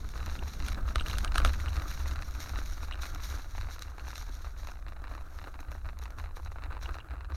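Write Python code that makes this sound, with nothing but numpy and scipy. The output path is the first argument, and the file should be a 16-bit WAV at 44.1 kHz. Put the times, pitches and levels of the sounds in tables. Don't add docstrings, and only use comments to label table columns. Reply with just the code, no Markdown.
import sys
import numpy as np
from scipy import signal
from scipy.fft import rfft, irfft, next_fast_len
from scipy.io import wavfile
from scipy.ndimage import uniform_filter1d

SR = 44100
rng = np.random.default_rng(int(sys.argv[2]) if len(sys.argv) > 2 else 0)


def transcribe(signal):
    frames = np.atleast_2d(signal).T
    limited = np.clip(frames, -1, 1)
    pcm = np.round(limited * 32767).astype(np.int16)
    wavfile.write(sys.argv[1], SR, pcm)


N = 324560
TIME = np.arange(N) / SR
CLICK_S, SCRAPE_S = .003, .006

# time in seconds, then wind, mount sway and tyre roll in dB.
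RIDE_LEVELS = [(0.0, -36.5, -38, -57), (0.2, -35.5, -38, -53.5), (0.55, -38.5, -38.5, -53.5),
               (0.7, -34.0, -33.5, -48), (1.2, -33, -36.5, -49), (1.42, -25.5, -32.5, -45),
               (1.65, -37.5, -32, -48.5), (2.1, -35.5, -35, -51), (2.6, -35, -38.5, -51),
               (3.3, -37, -41, -54), (3.9, -41.5, -45, -56), (4.5, -40.5, -44, -59.0),
               (5.4, -40, -44.5, -55.5), (6.4, -42, -43, -61), (6.82, -36.0, -38, -57),
               (7.1, -46, -43.5, -58), (7.35, -61, -37, -58.5)]
# time in seconds, level in dB.
BUFFET_LEVELS = [(0, -56.5), (.4, -50.5), (.9, -52), (1.4, -47), (1.7, -57.5), (2.5, -60), (4, -67),
                 (6, -65), (7.35, -87)]
# centre and length in seconds, sway boost in dB, roll and rattle boost in dB.
GROUND_BUMPS = [(0.237, 0.21, 3.5, 4.5), (0.617, 0.067, 0.5, -0.5), (1.148, 0.2, 7, 3.5),
                (1.764, 0.086, 4, 5.5), (2.175, 0.12, 4, 4.5), (2.569, 0.11, 7, 3), (3.146, 0.073, 7, 3.5),
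                (3.338, .12, 5, 4), (3.619, 0.19, 11.5, 4.5), (4.1, 0.13, 5, 7), (4.208, 0.2, 2, 5),
                (4.456, 0.059, 2, 6), (4.664, 0.17, 3, 4), (4.9, 0.18, 3.5, 3), (5.04, 0.067, 4, 8.5),
                (5.13, 0.14, 6.5, 4.5), (5.44, .18, 3, 3), (5.57, .1, 4, 1.5), (5.71, 0.1, 7.5, 6),
                (5.866, .1, 5, 4), (6.04, 0.095, 5, 5), (6.222, 0.19, 6.5, 8.5), (6.396, 0.063, 4, 6.5),
                (6.484, 0.11, 5, 0.5), (6.64, 0.1, 2, 6.5), (6.737, .1, -2, 9.5), (6.907, 0.23, 2, 8),
                (7.125, 0.095, 5, 7), (7.21, 0.11, 3, 4.5), (7.338, 0.091, 3, 7)]
# time in seconds, crunch in dB.
CRUNCH_BED = [(0, -60.5), (.3, -55), (.7, -62.5), (.84, -66.5), (1.1, -56.5), (1.27, -62), (1.5, -58),
              (1.65, -56.5), (1.95, -54), (2.2, -59.5), (2.5, -54), (2.95, -64.5), (3.3, -57.5),
              (3.95, -64.5), (4.2, -57), (4.9, -79.5), (6, -77), (6.7, -85), (7.3, -91)]
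# peak time in seconds, level in dB, decay in dB per second.
CRUSHED_HEAPS = [(.325, -59, 300), (.473, -57, 252), (.546, -54, 90), (.674, -50, 186), (.886, -53, 350),
                 (1.074, -47, 109), (1.354, -51.5, 150), (1.46, -46, 148), (1.886, -50.5, 110),
                 (2.41, -51.5, 90), (2.67, -52, 85), (2.833, -50.5, 330), (3.023, -49.5, 80),
                 (3.24, -47, 137), (3.394, -55.5, 218), (3.554, -56, 96), (3.719, -52.5, 224),
                 (3.816, -52, 250), (4.086, -51.5, 323), (4.168, -50.5, 119), (4.326, -55, 353),
                 (4.423, -57.5, 220), (4.588, -57.5, 88), (4.676, -58, 142), (4.891, -68, 220),
                 (5.102, -61, 124), (5.213, -68, 95), (5.314, -65.5, 72), (5.383, -64.5, 68),
                 (5.611, -63.5, 350), (5.726, -63.5, 115), (5.872, -67.5, 240), (6.03, -63, 200),
                 (6.194, -58, 210), (6.371, -59, 280), (6.436, -60, 283), (6.526, -64.5, 330),
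                 (6.83, -52.5, 280), (6.94, -61.5, 270), (7.355, -56, 150)]
# time in seconds, top treble gain in dB.
LEAF_SPARKLE = [(0, 1.5), (4.6, 2), (5.2, 4.5), (6.3, 5.5), (6.8, -1), (7.35, -4)]
# start in seconds, level in dB.
LOUD_SNAPS = [(0.2615, -42), (0.664, -41), (1.0837, -39), (1.1891, -41.5), (2.3098, -49), (2.4038, -43.5),
              (2.6596, -47), (2.8374, -55), (3.148, -42.5), (3.7929, -44.5), (3.8222, -41.5),
              (4.0856, -47.5), (4.18, -42), (4.672, -48), (5.605, -50), (5.7173, -51), (5.9891, -48.5),
              (6.0191, -54), (6.0371, -50), (6.8327, -47)]
# start in seconds, level in dB, tilt in dB per octave.
CASE_TICKS = [(0.177, -43.5, 4), (0.2292, -43, 2), (.3533, -40, 0), (0.425, -40.5, -5), (.602, -40.5, 2),
              (.624, -42, 4), (.647, -46, 4), (0.7202, -38, 1), (0.9825, -39.5, 4), (1.098, -36, 2),
              (1.418, -37, 0), (1.4934, -35, 1), (1.5385, -37.5, 3), (1.601, -40, 3), (1.6596, -38, 2),
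              (1.731, -40.5, 1), (1.7581, -42.5, 4), (1.767, -38, 3.5), (1.914, -40.5, 2.5),
              (2.0582, -39.5, -1), (2.1122, -39, 3), (2.1587, -39.5, 2), (2.2225, -38, 2),
              (2.3511, -41.5, -2), (2.5583, -38, -0.5), (2.832, -43, -1.5), (2.9112, -39.5, 0.5),
              (3.0331, -36.5, 1), (3.055, -40.5, 3.5), (3.5808, -39, -2), (3.6117, -40, 2.5),
              (3.8216, -40, 5.5), (3.9817, -41.5, -4.5), (3.996, -44.5, 1), (4.1048, -42.5, 4),
              (4.1564, -39.5, 5), (4.4456, -42.5, -2), (4.6719, -44, -1), (4.687, -40.5, -2.5),
              (4.8651, -44.5, -3.5), (4.8832, -45.5, 2.5), (4.922, -42.5, -4.5), (5.041, -42, -1.5),
              (5.1129, -43, -6.5), (5.1789, -43, -4.5), (5.3881, -41, 0.5), (5.4412, -43, 0.5),
              (5.473, -42.5, -4.5), (5.5418, -45, -2), (5.5907, -44, -2.5), (5.7173, -41.5, -3),
              (5.7508, -43, -6), (5.856, -44.5, -3), (5.889, -41, -1.5), (6.056, -43, 1), (6.1044, -48, -4),
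              (6.1852, -40, -2.5), (6.1988, -42.5, 0.5), (6.2406, -43, -1.5), (6.259, -45, -2.5),
              (6.2901, -51, -4), (6.3693, -40.5, -6.5), (6.4607, -43.5, -2.5), (6.474, -45.5, -2),
              (6.518, -43.5, -5.5), (6.5588, -42.5, -6), (6.5848, -42.5, -3.5), (6.6222, -46, -1.5),
              (6.6376, -40.5, 0.5), (6.6598, -45, -4), (6.721, -43, -3.5), (6.727, -44, -1.5),
              (6.7681, -40.5, -3.5), (6.8908, -41, -3), (6.943, -41.5, 1), (6.9854, -42, -1),
              (7.108, -44.5, -2), (7.137, -45.5, -5.5), (7.208, -44.5, -1.5), (7.2465, -46, -1),
              (7.321, -42, -3.5)]
# start in seconds, level in dB, tilt in dB per octave.
CHAIN_SLAPS = [(0.39, -45, 1), (.9968, -36, -2), (1.008, -41, -3), (1.016, -51, 14), (1.0225, -51, 10),
               (1.065, -42, -6.5), (1.1114, -41, -6), (1.1538, -46, -5), (1.278, -43, 1), (1.4741, -40, 3),
               (1.6822, -43, 1), (2.9234, -40, -5.5), (2.9351, -45, -3), (6.8581, -44, -10),
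               (7.0018, -50, -16), (7.009, -53, -19)]
# frequency in Hz, level in dB, seconds to decay by 60 dB.
LINK_MODES = [(2580, -8, .022), (2816, 9.5, 0.012), (3050, 0, 0.012), (3750, 1.5, 0.013),
              (8200, -22, 0.025), (8560, -12, .02)]
# start in seconds, level in dB, tilt in dB per octave,
# lead-in scuff in dB relative to the hit.
FRAME_KNOCKS = [(0.685, -34, 1.5, 0), (0.958, -22.5, -1, -13), (1.0096, -33.5, -2.5, -9),
                (1.184, -32.5, 5.5, -24), (1.2468, -28, 1.5, -9), (1.3576, -25, -1, -4),
                (1.3811, -22, 1.2, -8), (1.4017, -29, -3.5, -16), (1.4489, -18.5, -0.5, -26),
                (1.4594, -29, -2.5, -8), (1.463, -39, -5.5, -4)]

# frequency in Hz, gain in dB.
RUMBLE_EQ = [(5, -1.5), (15, 4.5), (28, 5), (45, 2.5), (60, -10), (100, -43), (200, -56), (600, -60)]
BUFFET_EQ = [(60, -25), (110, -2.5), (190, -2), (260, -7), (400, -15), (1000, -23), (3000, -55)]
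AMBIENCE_EQ = [(200, 13), (1300, 12.5), (3000, -22), (6500, -2), (8000, -4), (12700, -4), (16000, -21)]
ROLL_EQ = [(70, -6.5), (120, -17), (170, -5), (230, -4), (285, 7), (400, -4), (700, 0), (950, -9),
           (1250, 4.5), (1550, 1.5), (1900, -12.5), (3000, -20.5), (6000, -30)]
SWAY_EQ = [(20, -18), (45, -7), (64, 0), (73, -3), (85, -11), (110, -20), (170, -33), (600, -80)]
CASE_EQ = [(150, -18), (430, -11), (700, -4), (980, 0.5), (1450, 0), (2200, -6), (2750, -5.5), (3250, -22),
           (3600, -13), (4000, -4), (4500, -16.5), (6300, -24.5), (8000, -29.5), (16000, -44)]
LEAF_EQ = [(300, -21), (900, -5), (1400, 2.5), (2200, -4), (3000, -9), (3900, 0), (4900, -8), (5600, -2),
           (6600, -2.5), (7900, -19.5), (9200, -11.5), (10700, -20.5), (12700, -8.5), (16000, -34)]
KNOCK_EQ = [(150, -15.5), (420, -15), (680, -6.5), (940, -20), (1220, 1), (1550, -1), (1900, -14),
            (3100, -10), (4800, -17), (6400, -21), (7400, -29), (9000, -22), (11500, -29), (16000, -42.5)]


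def undb(db):
    return 10 ** (np.asarray(db) / 20)


def automation(rows, column=1):
    rows = np.array(rows)
    return np.interp(TIME, rows[:, 0], rows[:, column])


def unit_rms(x):
    return x / np.sqrt(np.mean(x ** 2))


def wobble(rate):
    hold = max(int(SR / rate), 2)
    steps = np.repeat(rng.standard_normal(N // hold + 1), hold)
    return unit_rms(uniform_filter1d(steps, hold)[:N])


def eq_db(eq, hz):
    points = np.array(eq)
    return np.interp(np.log(hz + 1e-3), np.log(points[:, 0]), points[:, 1])


def noise(eq):
    size = next_fast_len(N)
    hz = np.fft.rfftfreq(size, 1 / SR)
    spectrum = rfft(rng.standard_normal(size)) * undb(eq_db(eq, hz))
    return unit_rms(irfft(spectrum, size)[:N])


def body(eq, tilt_db=0, ripple_db=0, size=1024):
    hz = np.fft.rfftfreq(size, 1 / SR)
    octave = np.log2(np.clip(hz, 400, 8000) / 1500)
    ripple = np.interp(np.sqrt(hz), np.linspace(0, np.sqrt(SR / 2), 48), rng.standard_normal(48))
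    gain = undb(eq_db(eq, hz) + tilt_db * octave + ripple_db * ripple)
    cepstrum = irfft(np.log(gain))
    cepstrum[1:size // 2] *= 2
    cepstrum[size // 2 + 1:] = 0
    lag = 4 * np.pi * .0006 * np.sqrt(1000 * hz)
    ring = irfft(np.exp(rfft(cepstrum) - 1j * lag))
    return ring / np.linalg.norm(ring)


def noise_tail(t60, size=4096):
    tail = rng.standard_normal(size) * np.exp(-np.log(1000) * np.arange(size) / SR / t60)
    return tail / np.linalg.norm(tail)


def through(drive, ring):
    return signal.oaconvolve(drive, ring)[:len(drive)]


def place(out, s, db, sound):
    start = max(int(s * SR), 0)
    part = sound[:max(N - start, 0)]
    out[start:start + len(part)] += undb(db) * np.sqrt(CLICK_S * SR) * part


def grains(rate, spread_db, cap):
    at = np.flatnonzero(rng.random(N) < rate / SR)
    strength = undb(spread_db * np.minimum(rng.exponential(size=N)[at], cap))
    out = np.zeros(N)
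    out[at] = strength * np.sign(rng.random(N)[at] - .5)
    return unit_rms(out / np.sqrt(rate))


def bounces(gap_s, loss_db, count=4, size=1024):
    contact = np.zeros(size)
    gaps = gap_s * rng.uniform(.5, 2, count)
    at = np.minimum(np.cumsum(gaps) * SR, size - 1).astype(int)
    contact[at] = undb(loss_db * np.arange(1, count + 1)) * np.sign(rng.standard_normal(count))
    contact[0] = 1
    return contact / np.linalg.norm(contact)


def scrape_into(contact, db, t60):
    swell = noise_tail(t60, size=int(SCRAPE_S * SR))[::-1]
    return np.concatenate([undb(db) * swell, contact])


def bump_db(column):
    db = np.zeros(N)
    for bump in GROUND_BUMPS:
        centre, length = bump[:2]
        over = slice(*np.searchsorted(TIME, [centre - length / 2, centre + length / 2]))
        db[over] += bump[column] * np.cos(np.pi * (TIME[over] - centre) / length)
    return db


def roll_db():
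    return automation(RIDE_LEVELS, column=3) + bump_db(column=3)


def wind(trim_db=-1, hiss_db=-68.5, flutter_db=2):
    rumble = noise(RUMBLE_EQ) * undb(automation(RIDE_LEVELS) + trim_db)
    buffeting = noise(BUFFET_EQ) * undb(automation(BUFFET_LEVELS) + flutter_db * wobble(20))
    return rumble + buffeting + noise(AMBIENCE_EQ) * undb(hiss_db)


def tyre_roll(trim_db=-2, lumpy_db=4):
    drumming = grains(rate=1500, spread_db=2.5, cap=7.2) * undb(lumpy_db * wobble(60))
    roll = through(drumming, body(ROLL_EQ, size=4096))
    return unit_rms(roll) * undb(roll_db() + trim_db)


def camera_mount(trim_db=-1, chatter_db=-7, scatter_db=9):
    sway = noise(SWAY_EQ)
    direction = np.sign(np.gradient(uniform_filter1d(sway, size=64)))
    chatter = np.zeros(N)
    for turn in np.flatnonzero(np.diff(direction, prepend=0)):
        tap = through(bounces(gap_s=.0015, loss_db=-6), body(CASE_EQ, tilt_db=-3.5, ripple_db=3))
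        tap_db = scatter_db * np.clip(rng.standard_normal(), -2, 1)
        place(chatter, turn / SR, tap_db, sway[turn] * tap)
    sway_db = automation(RIDE_LEVELS, column=2) + bump_db(column=2) + trim_db
    return sway * undb(sway_db) + unit_rms(chatter) * undb(roll_db() + chatter_db)


def crunch_envelope(attack_s=.016, patchy_db=1):
    power = undb(automation(CRUNCH_BED) + patchy_db * wobble(18)) ** 2
    for s, db, decay in CRUSHED_HEAPS:
        during = slice(*np.searchsorted(TIME, [s - 2 * attack_s, s + .5]))
        age = TIME[during] - s
        attack = np.exp(-(np.minimum(age, 0) / attack_s) ** 2)
        power[during] += (undb(db - decay * np.maximum(age, 0)) * attack) ** 2
    return 10 * np.log10(power)


def small_snaps(crunch_db, above_db=6, spread_db=4.5, count=26):
    at = rng.integers(N, size=count)
    return list(zip(at / SR, crunch_db[at] + above_db + spread_db * rng.standard_normal(count)))


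def leaves(trim_db=2, clump_db=4, thinning=.5, sparkle_hz=9000, layers=12):
    crunch_db = crunch_envelope()
    rate = 380 * undb(thinning * (crunch_db - np.median(crunch_db)))
    crunch = np.zeros(N)
    for _ in range(layers):
        fractures = grains(rate, spread_db=3, cap=4.2) * undb(clump_db * np.minimum(wobble(170), 2))
        crunch += through(fractures, body(LEAF_EQ, ripple_db=4))
    out = unit_rms(crunch * undb(2.4 * wobble(70))) * undb(crunch_db + trim_db)
    for s, db in LOUD_SNAPS + small_snaps(crunch_db):
        tear = scrape_into(bounces(gap_s=.00044, loss_db=-5), db=-10.5, t60=.0055)
        place(out, s - SCRAPE_S, db, through(tear, body(LEAF_EQ, ripple_db=2)))
    top = signal.sosfiltfilt(signal.butter(2, sparkle_hz, "high", fs=SR, output="sos"), out)
    return out + top * (undb(automation(LEAF_SPARKLE)) - 1)


def small_ticks(gap_s=.024, above_db=7, spread_db=2, clear_s=.018, count=480):
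    times = np.cumsum(gap_s * rng.gamma(2, .5, count))
    strength, tilt_scatter = rng.standard_normal((count, 2)).T
    db = np.interp(times, TIME, roll_db()) + above_db + spread_db * np.minimum(strength, 1)
    ground_db = automation(RIDE_LEVELS, column=3)
    roughness_db = np.interp(times, TIME, ground_db - ground_db.mean())
    tilt_db = -1.5 + .49 * roughness_db + tilt_scatter
    chance = .4 + .25 * np.interp(times, TIME, bump_db(column=3))
    thrown = rng.random(count) < chance
    clear_of_loud = np.abs(times[:, None] - np.array(CASE_TICKS)[:, 0]).min(axis=1) > clear_s
    return list(np.column_stack([times, db, tilt_db])[thrown & clear_of_loud & (times < TIME[-1])])


def case_rattle(ring_db=-19, ring_t60=.095, rebound_s=.0077, rebound_db=-7):
    out = np.zeros(N)
    rebounds = [(s + rebound_s * rng.uniform(.7, 1.4), db + rebound_db, tilt_db)
                for s, db, tilt_db in CASE_TICKS]
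    for s, db, tilt_db in CASE_TICKS + rebounds + small_ticks():
        contact = bounces(gap_s=.0009, loss_db=-6.5) + undb(ring_db) * noise_tail(ring_t60, size=1024)
        contact = scrape_into(contact, db=-14, t60=.011)
        place(out, s - SCRAPE_S, db, through(contact, body(CASE_EQ, tilt_db, ripple_db=2.5)))
    return out


def chain_chinks(trim_db=2, detune=.024, uneven_db=3, attack_s=.00087):
    out, t = np.zeros(N), np.arange(4096) / SR
    hz, mode_db, t60 = np.array(LINK_MODES).T[:, :, None]
    attack = 1 - np.exp(-(t / attack_s) ** 2)
    decay = np.exp(-np.log(1000) * t / t60)
    for s, db, tilt_db in CHAIN_SLAPS:
        pitch, weight = rng.standard_normal((2, len(hz), 1))
        strength = undb(mode_db + uneven_db * weight + tilt_db * np.log2(hz / hz[0]))
        modes = strength * np.sin(2 * np.pi * hz * (1 + detune * pitch) * t)
        ring = (modes * decay).sum(axis=0) * attack
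        place(out, s, db + trim_db, ring / np.linalg.norm(ring))
    return out


def frame_knocks(trim_db=-1, buzz_db=-11, ring_db=-15, thud_db=1):
    out = np.zeros(N)
    for s, db, tilt_db, scuff_db in FRAME_KNOCKS:
        hit = bounces(gap_s=.0006, loss_db=-7.5, size=4096)
        buzz = undb(buzz_db) * noise_tail(t60=.021)
        ring = undb(ring_db) * noise_tail(t60=.1114)
        contact = scrape_into(hit + buzz + ring, scuff_db, t60=.032)
        place(out, s - SCRAPE_S, db + trim_db, through(contact, body(KNOCK_EQ, tilt_db, ripple_db=1.5)))
        place(out, s, db + thud_db, -body(SWAY_EQ, size=8192))
    return out


def scene():
    bed = wind() + tyre_roll() + camera_mount() + leaves()
    return (bed + case_rattle() + chain_chinks() + frame_knocks())[None]


def record(dry):
    cutoff_hz = 15900
    return signal.sosfilt(signal.ellip(8, .2, 70, cutoff_hz, fs=SR, output="sos"), dry)


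dry = scene()
out = record(dry)
transcribe(out)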